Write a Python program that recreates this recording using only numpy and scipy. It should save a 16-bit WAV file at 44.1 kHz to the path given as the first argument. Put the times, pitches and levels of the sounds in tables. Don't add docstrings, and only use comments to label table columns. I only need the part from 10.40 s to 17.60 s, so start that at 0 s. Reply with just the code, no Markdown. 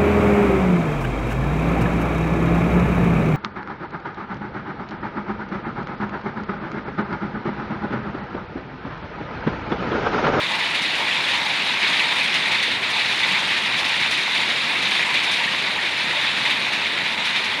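import sys
import numpy as np
from scipy import signal
from scipy.fft import rfft, irfft
from scipy.io import wavfile

SR = 44100
rng = np.random.default_rng(int(sys.argv[2]) if len(sys.argv) > 2 else 0)


def master(y):
    cut = np.clip(np.atleast_2d(y).T, -1, 1)
    pcm = np.round(cut * 32767)
    wavfile.write(sys.argv[1], SR, pcm.astype(np.int16))


N = 317520

# (time [s], level [dB])
SHOWER = [(0.0, -1.5), (0.45, -0.7), (0.95, 0.5), (1.33, -1.1), (1.48, 1.2), (1.9, 0.5), (2.25, 0),
          (2.39, -3.5), (2.5, 0), (2.85, 0.9), (3.24, 0.4), (3.6, 0.7), (4.9, 0.6), (5.15, -0.64),
          (5.92, -0.2), (6.1, -1), (6.6, -2), (7.2, -1.7)]
# (frequency [Hz], density [dB per Hz])
ROOF_SPECTRUM = [(500, -32), (1100, -13.5), (1400, -14.5), (1650, -8), (1900, -3.5), (2400, -0.5),
                 (2750, -4), (3150, -6.5), (3700, -2.5), (4150, -8.5), (4800, -17.5), (5700, -25.5),
                 (8000, -33.5), (16000, -59)]
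# (frequency [Hz], density [dB per Hz])
SPRAY_SPECTRUM = [(2500, -27), (4500, 7), (6000, -3), (7000, -2.5), (7700, -7.5), (8800, -3), (9500, -3.5),
                  (10400, -13), (11500, -15.5), (12800, -21), (15500, -35)]
# (time [s], splash drive [dB], sheet drive [dB])
HEAVY_DROPS = [(0.3465, -35, -21), (0.4178, -33, -30), (0.5515, -36, -36), (0.8794, -38, -26),
               (1.2619, -38, -22), (1.4244, -47, -17.5), (1.5940, -41, -21), (1.7850, -44, -22),
               (1.8294, -34, -36), (1.9394, -33.5, -18), (2.1144, -34, -19.5), (2.2262, -32, -19),
               (2.3116, -39, -20.5), (2.4250, -45, -20), (2.4994, -35, -32), (2.6958, -39, -22),
               (2.8300, -43, -19), (3.0994, -41, -22), (3.3831, -33, -24.5), (3.4480, -36, -23),
               (3.5994, -35, -22), (3.6230, -44, -22), (3.7084, -29, -21.5), (4.4222, -35, -26),
               (4.5060, -35, -33), (4.5480, -36, -20), (4.74, -34, -18), (4.8323, -33, -37),
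               (4.9121, -31, -24), (4.9294, -37, -21), (6.0494, -37, -19.5), (6.0979, -36, -19.5),
               (6.3294, -38, -21.5), (6.851, -34, -23), (6.9595, -37, -19.5), (7.0420, -36, -21.5)]
# (frequency [Hz], density [dB per Hz])
SPLASH_SPECTRUM = [(2500, -25), (4500, 7.5), (6000, 4), (7700, -6.5), (9500, -0.5), (11500, -14.5),
                   (13000, -20), (15500, -24)]
# (frequency [Hz], density [dB per Hz])
LOW_RING_SPECTRUM = [(400, -20), (740, -7), (875, 4.5), (970, 3.5), (1035, 1), (1085, -0.5), (1200, -5),
                     (2000, -41.5)]
# (start [s], length [s], level [dB])
DRIP_RUNS = [(0.076, 0.15, -31), (0.555, 0.12, -30), (0.908, 0.24, -33.5), (2.075, 0.11, -30.5),
             (2.53, 0.068, -27.5), (2.82, 0.22, -32.5), (3.37, 0.15, -32), (4.635, 0.15, -33.5),
             (4.85, 0.092, -32), (6.03, 0.15, -33.5)]
# (frequency [Hz], width [Hz], relative gain [dB])
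TICK_MODES = [(970, 1150, 3), (2420, 930, -0.5), (3700, 400, -23), (6300, 1800, -44), (9400, 1200, -27)]
# (time [s], relative level [dB], starting pitch [Hz])
PLINKS = [(1.595, 2, 2610), (1.817, 5, 2360), (3.3243, 2, 3710), (3.6244, 3, 3720), (3.6596, 3, 2440),
          (4.7724, -4, 2280), (5.9677, -3, 2580)]
# (frequency [Hz], density [dB per Hz])
DRUMMING_SPECTRUM = [(20, -36), (36, -29), (48, -31), (62, -14), (90, -8.5), (125, -1.5), (210, 2),
                     (300, -0.5), (450, -2), (700, 0), (1100, -8), (2000, -1), (6000, -31)]
# (time [s], level before swell and doubling [dB], pitch [Hz])
KNOCKS = [(1.5, -31, 184), (2.91, -30, 190), (5.23, -36, 383), (5.284, -29, 198), (5.765, -26, 590)]
# (frequency [Hz], density [dB per Hz])
YARD_SPECTRUM = [(600, -9), (1500, 10), (3000, 5), (4500, -5), (6000, -25), (9500, -14), (12000, -27.5),
                 (15500, -34)]

WASH_DB, SPRAY_DB, LOW_RING_DB = -22.5, -43.5, -36.5
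TICKS_DB, DROPLETS_DB, SPATTER_DB, BUBBLES_DB = -37.5, -43.5, -48.5, -35
SPRAY_FOLLOWS, LOW_RING_FOLLOWS = 2.3, 0.34
PLINKS_DB, DRUMMING_DB, YARD_DB = -12.5, -34, -34


def roof(shower_db):
    sheet_modes = mode_groups(692, 8030, per_s=290, spread_db=4.0, t60=0.33, common=0.66, count=14)
    wash = from_db(WASH_DB + shower_db) * shaped(sheet_modes, ROOF_SPECTRUM)
    splashes = mode_groups(3220, 18000, per_s=390, spread_db=-2.0, t60=0.092, common=1.4, count=9)
    spray = from_db(SPRAY_DB + SPRAY_FOLLOWS * shower_db) * shaped(splashes, SPRAY_SPECTRUM)
    flurries = patter(drops(per_s=950, spread_db=2.7), t60=0.23)
    return (wash + spray) * flurries


def heavy_drops(splash_t60=0.15, sheet_t60=0.3, burst_s=0.0028):
    energy = np.zeros((2, N))
    for s, splash_db, sheet_db in HEAVY_DROPS:
        energy[:, round(s * SR)] = from_db([splash_db, sheet_db]) ** 2
    lag = np.exp(-1 / (burst_s * SR))
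    splash_energy, sheet_energy = signal.lfilter([1 - lag], [1, -lag], energy + 1e-18)
    splash = noise(SPLASH_SPECTRUM) * np.sqrt(dying(splash_energy, splash_t60))
    sheet = noise(ROOF_SPECTRUM) * np.sqrt(dying(sheet_energy, sheet_t60))
    return splash + sheet


def low_ring(shower_db, edge_s=0.061):
    t = np.arange(N) / SR
    rain_level = from_db(LOW_RING_DB + LOW_RING_FOLLOWS * shower_db)
    power = (rain_level * patter(drops(per_s=70, spread_db=3.0), t60=0.68)) ** 2
    for start, length, level_db in DRIP_RUNS:
        swell = np.clip(np.minimum(t - start, start + length - t) / edge_s, 0, 1)
        power = power + from_db(level_db) ** 2 * swell
    return np.sqrt(power) * noise(LOW_RING_SPECTRUM)


def ground_ticks(soft_hz=4600):
    hits = drops(per_s=220, spread_db=4.0)
    ticks = np.zeros(N)
    for hz, width_hz, db in TICK_MODES:
        strikes = hits * rng.uniform(-1.06, 1, N)
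        ticks += resonance(strikes, hz, width_hz) * from_db(db)
    soften = signal.butter(4, soft_hz, fs=SR, output="sos")
    return rms_one(signal.sosfilt(soften, ticks))


def droplets(count=1800, low_hz=3300, high_hz=11500, cycles=62.0, spread_db=2.3):
    out = np.zeros(N)
    for when, pitch, size in rng.random((count, 3)):
        size_db = spread_db * min(-np.log(size), np.pi)
        hz = low_hz * (high_hz / low_hz) ** pitch
        add(out, when * N / SR, from_db(size_db) * bubble(hz, cycles, rise=0.003))
    return shaped(out, SPRAY_SPECTRUM)


def spatter(t60=0.057):
    bursts = patter(drops(per_s=52, spread_db=2.0), t60)
    return bursts * noise(SPLASH_SPECTRUM)


def bubbles(count=560, low_hz=1750, high_hz=4200, cycles=14.3):
    out = np.zeros(N)
    for when, pitch, size, life in rng.random((count, 4)):
        hz = low_hz * (high_hz / low_hz) ** pitch
        add(out, when * N / SR, size ** 2 * bubble(hz, cycles * (0.5 + life)))
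    return rms_one(out)


def plinks(cycles=5.0):
    out = np.zeros(N)
    for s, relative_db, hz in PLINKS:
        add(out, s, from_db(relative_db + PLINKS_DB) * bubble(hz, cycles))
    return out


def drumming():
    thuds = mode_groups(45.3, 2455, per_s=190, spread_db=3.5, t60=0.27, common=0.68, count=9)
    return shaped(thuds + 0.23 * rng.standard_normal(N), DRUMMING_SPECTRUM)


def knocks(t60=0.095, rise_s=0.01):
    out = np.zeros(N)
    t = np.arange(SR // 2) / SR
    for s, level_db, hz in KNOCKS:
        envelope = from_db(level_db - 60 * t / t60) * (1 - np.exp(-t / rise_s))
        add(out, s, envelope * 2 * np.sin(2 * np.pi * hz * t))
    return out


def yard():
    return noise(YARD_SPECTRUM)


def drops(per_s, spread_db):
    chance = rng.random(N) * SR / per_s
    lands = chance < 1
    hits = np.zeros(N)
    hits[lands] = from_db(spread_db * np.minimum(-np.log(chance[lands]), 3.5))
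    return hits


def dying(energy, t60):
    keep = np.exp(-2 * np.log(1000) / (t60 * SR))
    return signal.lfilter([1], [1, -keep], energy + 1e-18)


def patter(hits, t60):
    already_ringing = np.concatenate([hits[-SR:], hits])
    energy = dying(already_ringing ** 2, t60)[SR:]
    return rms_one(np.sqrt(energy))


def mode_groups(low_hz, high_hz, per_s, spread_db, t60, common, count):
    edges = np.geomspace(low_hz, high_hz, count + 1)
    white = rng.standard_normal((2, N))
    broad_hits = common * drops(per_s, spread_db)
    out = np.zeros(N)
    for k, band in enumerate(zip(edges, edges[1:])):
        band_filter = signal.butter(2, band, "band", fs=SR, output="sos")
        modes = signal.sosfilt(band_filter, white[k % 2])
        out += modes * patter(broad_hits + drops(per_s, spread_db), t60)
    return out


def bubble(hz, cycles, rise=0.044):
    turns = np.arange(0, 2 * np.pi * cycles, hz / SR)
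    age = turns / cycles
    envelope = (1 - np.exp(-2 * turns)) * np.exp(-age)
    return envelope * np.sin(2 * np.pi * turns * (1 + rise * age / 2))


def resonance(x, hz, width_hz):
    r = np.exp(-np.pi * width_hz / SR)
    feed = np.array([1, 0, -1]) * (1 - r * r) / 2
    return signal.lfilter(feed, [1, -2 * r * np.cos(2 * np.pi * hz / SR), r * r], x + 1e-18)


def shaped(x, spectrum):
    hz, level_db = np.transpose(spectrum)
    bins = np.maximum(np.fft.rfftfreq(N, 1 / SR), 1)
    gain = from_db(np.interp(np.log(bins), np.log(hz), level_db))
    return rms_one(irfft(rfft(x) * gain, N))


def noise(spectrum):
    return shaped(rng.standard_normal(N), spectrum)


def from_db(db):
    return 10 ** (np.asarray(db) / 20)


def rms_one(x):
    return x / np.sqrt(np.mean(x ** 2) + 1e-20)


def add(out, s, sound):
    start = round(s * SR)
    out[start:start + len(sound)] += sound[:N - start]


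def scene():
    times, levels_db = np.transpose(SHOWER)
    shower_db = np.interp(np.arange(N) / SR, times, levels_db)
    overhead = roof(shower_db) + heavy_drops() + low_ring(shower_db)
    ground = from_db(TICKS_DB) * ground_ticks() + from_db(DROPLETS_DB) * droplets()
    ground += from_db(SPATTER_DB) * spatter()
    water = from_db(BUBBLES_DB) * bubbles()
    close_by = from_db(shower_db) * (ground + water) + plinks()
    background = from_db(DRUMMING_DB) * drumming() + knocks() + from_db(YARD_DB) * yard()
    return (overhead + close_by + background)[None]


def record(dry):
    bass_cut = signal.butter(3, 48, "high", fs=SR, output="sos")
    top_cut = signal.ellip(12, 0.1, 80, 15480, fs=SR, output="sos")
    return signal.sosfilt(top_cut, signal.sosfilt(bass_cut, dry))


dry = scene()
out = record(dry)
master(out)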